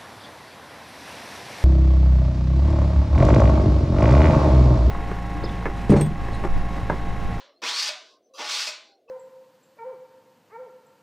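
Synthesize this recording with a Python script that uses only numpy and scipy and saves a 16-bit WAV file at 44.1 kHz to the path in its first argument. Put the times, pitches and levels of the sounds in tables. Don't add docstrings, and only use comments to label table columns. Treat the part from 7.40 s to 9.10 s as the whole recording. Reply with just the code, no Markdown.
import sys
import numpy as np
from scipy import signal
from scipy.fft import rfft, irfft, next_fast_len
from scipy.io import wavfile
from scipy.ndimage import uniform_filter1d, map_coordinates

SR = 44100
rng = np.random.default_rng(int(sys.argv[2]) if len(sys.argv) > 2 else 0)


def unload_wav(signal):
    wavfile.write(
        sys.argv[1],
        SR,
        np.round(np.clip(np.atleast_2d(signal).T, -1, 1) * 32767).astype(np.int16),
    )


def ratio_of_db(decibels):
    return 10 ** (np.asarray(decibels, float) / 20)


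N = 74970
LEAD_S = .5
M = N + round(LEAD_S * SR)

# pitch_hz, density_db_per_hz
AIR_COLOUR = [(100, -16.5), (380, -2.5), (680, -4.5), (850, -21.5), (3200, -25.5), (4500, -17.5),
              (8000, -34), (15500, -69)]
AIR_DB = -65

# start_s, length_s, first_hz, last_hz, level_db
FAR_TONES = [(-.02, 0.074, 555, 560, -53.5), (0.055, 0.086, 597, 545, -55.5),
             (.158, 0.027, 4130, 4260, -63), (.182, .04, 4380, 4480, -65), (.68, 0.11, 1060, 1060, -60.5),
             (0.804, 0.096, 6090, 6060, -73.5), (.888, .045, 4010, 4010, -70), (.9, .1, 535, 540, -52),
             (.935, 0.035, 1140, 1130, -54.5), (1.45, 0.16, 820, 745, -62.5),
             (1.494, 0.098, 4300, 4200, -65.5), (1.8, 0.113, 3800, 4700, -62),
             (1.58, 0.059, 6500, 6500, -78.5), (.54, 0.063, 780, 700, -54), (1.676, 0.046, 486, 450, -54.5),
             (1.672, 0.03, 1120, 1170, -54.5), (1.678, 0.024, 2620, 2600, -58),
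             (2.3, 0.0353, 2050, 2000, -59.5), (1.676, .03, 3200, 2700, -64), (.85, .04, 5700, 5090, -73.5),
             (.885, 0.045, 1080, 1080, -67), (.135, .025, 1900, 1700, -69)]
FAR_WIDTH_HZ, FLUTTER_DB = 14, 2.5

# pitch_hz, t60_s
ROOM_DECAY = [(200, 0.4), (800, 0.93), (3000, 0.82), (6000, 0.62), (9000, 0.49), (13000, 0.42)]
# pitch_hz, level_db
WALL_COLOUR = [(200, 4), (700, 2), (1500, 2.5), (2500, 0), (4000, 3), (5000, -2), (7000, 1), (14000, -5.5)]
ROOM_DB, NEAR_DB, NEAR_SHARE = -13, -3.5, 0.52

# time_s, level_db
STROKE_PRESSURE = [
    [(-.4, -43), (-.3, -21.5), (-.15, -32), (-.14, -45)],
    [(.219, -41), (.223, -39.5), (.236, -32), (.27, -29), (.31, -29.5), (.4, -28), (.472, -30),
     (.49, -28.5), (.52, -60)],
    [(.955, -75), (.975, -54), (.985, -42), (.995, -35.5), (1.04, -37.5), (1.12, -29), (1.23, -29.5),
     (1.28, -33), (1.31, -42)],
    [(1.68, -71), (1.69, -52.5), (1.696, -59), (1.7, -40.5)],
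]
# start_s, speeding_up_s, full_speed_pitch_hz, ridge_clarity (0-1)
HAND_PUSHES = [
    (-.45, 0.26, 4700, 0.89),
    (.224, .1, 4850, 1),
    (1.01, .1, 4950, .6),
    (1.7, .09, 4800, 1),
]
# pitch_hz, density_db_per_hz
SLOW_PAPER = [(88, -45.5), (200, -15), (844, -7), (1450, -9.5), (2310, -10), (5440, -9.5), (12000, -41.5),
              (15500, -39)]
# pitch_hz, density_db_per_hz
FAST_PAPER = [(88, -64), (200, -33.5), (607, -23.5), (1480, -10.5), (3000, -7), (5300, -2.5), (12000, -27),
              (15500, -34.5)]
# pitch_hz, width_hz, level_db
TABLE_TOP = [(264, 60, 4), (476, 25, 4.5), (594, 41, 6.5), (843, 9.3, 10.5), (1004, 59, 6),
             (1121, 13.6, 8.5), (1452, 60, 3.5), (2246, 51, 3.5), (2650, 180, 1.5), (3425, 120, 3),
             (4430, 50, 2.5), (5600, 150, 1)]
REST_HZ, SECOND, SECOND_DB = 933, 0.556, 7.5
GRIT_WIDTH, GRIT_DB = .065, 11
BLUR = .33
GRAINS_PER_S, GRAIN_DB, CLUMP_DB = 16000, 1.6, 1.21

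# start_s, thump_db, edge_ring_db
PAD_KNOCKS = [
    (0.228, -34, -31),
    (0.488, -49, -28.5),
    (.99, -38.5, -47),
    (1.272, -50, -30.5),
]
# pitch_hz, level_db, t60_s
THUMP_MODES = [(249.5, 0, 0.077), (323.6, -0.5, 0.078), (489, -4.5, 0.093)]
# pitch_hz, level_db, t60_s
EDGE_MODES = [(607.5, -7, 0.17), (648, -10, .2), (989, -2, 0.047), (2293, -1, 0.059), (2520, 7, 0.048)]

# start_s, length_s, level_db, pitch_hz, width_hz
PAD_RETURNS = [
    (.61, .17, -60.5, 4500, 2990),
    (1.374, 0.19, -62.5, 4150, 1390),
]

# start_s, end_s, level_db, growth_db
PAPER_GRAZES = [
    (0.935, .985, -52, 6.5),
]
# pitch_hz, width_hz, level_db
LOOSE_SHEET = [(1134, 270, 0), (2040, 87, -10), (2710, 240, -5), (3290, 210, -3.5), (3920, 200, -2.5),
               (4810, 500, -2), (6010, 300, -4), (7200, 140, -10), (9070, 240, -24), (10420, 250, -23),
               (12200, 230, -26), (13800, 300, -27)]

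# pitch_hz, density_db_per_hz
GATE_COLOUR = [(600, -37.5), (900, -0.5), (2000, 0.5), (4000, -0.5), (7000, -13), (10000, -29.5),
               (15500, -41.5)]
GATE_DB, GATE_FLOOR_DB = -60, -15
GATE_FRAMES, GATE_BINS = 14, 3
LOW_CUT_HZ = 216
HISS_DB, RUMBLE_DB, RUMBLE_HZ = -88, -95, 90


def unit(x):
    return x / np.sqrt(np.mean(np.abs(x) ** 2) + 1e-20)


def along(points, hz):
    f, v = np.transpose(points)
    return np.interp(np.log(hz + 1), np.log(f + 1), v)


def wobble(rate):
    knots = rng.standard_normal(int(M * rate / SR) + 4)
    return map_coordinates(knots, [np.arange(M) * rate / SR])


def filtered(x, response):
    m = next_fast_len(len(x) + 8192)
    return irfft(rfft(x, m) * response(np.fft.rfftfreq(m, 1 / SR)), m)[:len(x)]


def band(f, centre_hz, width_hz):
    damping = 1j * f * width_hz
    return damping / (centre_hz ** 2 - f * f + damping)


def air():
    murmur = filtered(rng.standard_normal(M), lambda hz: ratio_of_db(along(AIR_COLOUR, hz)))
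    return ratio_of_db(AIR_DB) * unit(murmur)


def far_tones():
    now, out = np.arange(M) / SR - LEAD_S, np.zeros(M)
    for start, length, first_hz, last_hz, db in FAR_TONES:
        part = np.clip((now - start) / length, 0, 1)
        pitch = first_hz + (last_hz - first_hz) * part + FAR_WIDTH_HZ * wobble(60)
        level = ratio_of_db(db + FLUTTER_DB * wobble(44.98))
        swell = np.abs(np.sin(np.pi * part)) ** .5
        out += level * swell * np.sin(2 * np.pi * np.cumsum(pitch) / SR)
    return out


def room(x):
    hz, t, z = signal.stft(rng.standard_normal((2, SR)), SR, nperseg=256)
    t60 = along(ROOM_DECAY, hz)[:, None] * np.array([1, NEAR_SHARE])[:, None, None]
    far, near = signal.istft(z * ratio_of_db(-60 * t / t60), SR, nperseg=256)[1]
    tail = ratio_of_db(ROOM_DB) * far / np.linalg.norm(far)
    tail = tail + ratio_of_db(NEAR_DB) * near / np.linalg.norm(near)
    return signal.fftconvolve(x, np.pad(tail, (130, 0)))[:M]


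def speed(t):
    start, rise, top_hz, clear = np.transpose(HAND_PUSHES)
    k = np.clip(np.searchsorted(start, t + .08) - 1, 0, None)
    return np.tanh(np.clip(t - start[k], 0, None) / rise[k]), top_hz[k], clear[k]


def scratch():
    hit, size, sign = rng.random((3, M))
    grain = ratio_of_db(-GRAIN_DB * np.log(size + 0.014)) * np.sign(sign - .5)
    grit = (hit < GRAINS_PER_S / SR) * grain
    grit = grit * ratio_of_db(CLUMP_DB * (wobble(41.17) + wobble(160)))

    hz, t, z = signal.stft(grit, SR, nperseg=256, noverlap=192)
    share, top_hz, clear = speed(t - LEAD_S)
    pitch = REST_HZ + (top_hz - REST_HZ) * share

    def ridge(centre):
        return np.exp(-.5 * (np.log((hz[:, None] + 1) / centre) / GRIT_WIDTH) ** 2)

    slow, fast = along(SLOW_PAPER, hz)[:, None], along(FAST_PAPER, hz)[:, None]
    broad = ratio_of_db(slow * (1 - share) + fast * share)
    ridges_db = GRIT_DB * ridge(pitch) + SECOND_DB * ridge(SECOND * pitch)
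    beamed = broad * ratio_of_db(clear * (1 - BLUR * share ** 4) * ridges_db)
    colours = np.array([beamed, broad]) / np.sqrt(np.mean(beamed ** 2, axis=0))
    rubs = signal.istft(z * colours, SR, nperseg=256, noverlap=192)[1][:, :M] / np.std(grit)

    now = np.arange(M) / SR - LEAD_S
    press = sum(ratio_of_db(np.interp(now, *np.transpose(rows), left=-200, right=-200))
                for rows in STROKE_PRESSURE)

    def wood(f):
        return 1 + sum((ratio_of_db(db) - 1) * band(f, c, w) for c, w, db in TABLE_TOP)

    return [filtered(rub * press, wood) for rub in rubs]


def knocks():
    out, t = np.zeros(M + SR), np.arange(SR // 2) / SR

    def ring(modes):
        return sum(ratio_of_db(db + rng.normal(0, 0.67) - 60 * t / t60) * np.sin(2 * np.pi * hz * t)
                   for hz, db, t60 in modes)

    for start, thump_db, edge_db in PAD_KNOCKS:
        blow = ratio_of_db(thump_db) * ring(THUMP_MODES) + ratio_of_db(edge_db) * ring(EDGE_MODES)
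        blow = blow * (1 - np.exp(-t / 0.0036))
        out[round((start + LEAD_S) * SR):][:len(t)] += blow
    return out[:M]


def swish():
    now, out = np.arange(M) / SR - LEAD_S, np.zeros(M)
    for start, length, db, hz, width_hz in PAD_RETURNS:
        breeze = unit(filtered(rng.standard_normal(M), lambda f: band(f, hz, width_hz) ** 3))
        swell = np.abs(np.sin(np.pi * np.clip((now - start) / length, 0, 1)))
        out += ratio_of_db(db) * swell * breeze
    return out


def grazes():
    now, level = np.arange(M) / SR - LEAD_S, np.zeros(M)

    def paper(f):
        return sum(ratio_of_db(db) * np.abs(band(f, c, w)) ** 1.5 for c, w, db in LOOSE_SHEET)

    sheet = unit(filtered(rng.standard_normal(M), paper))
    for start, end, db, growth_db in PAPER_GRAZES:
        growth = ratio_of_db(db + growth_db * (now - start) / (end - start))
        level += growth * np.clip((now - start) / .003, 0, 1) * (now < end + .01)
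    return sheet * level


def scene():
    near, broad = scratch()
    blows = knocks()
    walls = room(filtered(broad + .5 * blows, lambda hz: ratio_of_db(along(WALL_COLOUR, hz))))
    mono = near + blows + grazes() + swish() + walls + air() + far_tones()
    mono = mono[M - N:]
    return np.array([mono, mono])


def low_cut(x):
    return filtered(x, lambda hz: (hz ** 2 / (hz ** 2 - LOW_CUT_HZ ** 2 - 1.4j * hz * LOW_CUT_HZ)) ** 2)


def suppress(x):
    hz, _, z = signal.stft(x, SR, nperseg=512, noverlap=384)
    shape = ratio_of_db(along(GATE_COLOUR, hz)) ** 2
    threshold = ratio_of_db(2 * GATE_DB) * shape / shape.sum() / 2
    power = uniform_filter1d(np.abs(z) ** 2, GATE_FRAMES, axis=1, origin=GATE_FRAMES // 2 - 1)
    power = uniform_filter1d(power, GATE_BINS, axis=0)
    gain = np.clip(1 - threshold[:, None] / (np.abs(power) + 1e-20), ratio_of_db(GATE_FLOOR_DB), 1)
    return signal.istft(z * gain, SR, nperseg=512, noverlap=384)[1][:N]


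def self_noise():
    rumble = unit(filtered(rng.standard_normal(N), lambda hz: band(hz, RUMBLE_HZ, RUMBLE_HZ)))
    return ratio_of_db(HISS_DB) * rng.standard_normal(N) + ratio_of_db(RUMBLE_DB) * rumble


def top_cut(x):
    return signal.sosfilt(signal.butter(12, 15950, fs=SR, output="sos"), x)


def record(dry):
    x = suppress(low_cut(dry[0]))
    x = x + self_noise()
    return top_cut(np.array([x, x]))


dry = scene()
out = record(dry)
unload_wav(out)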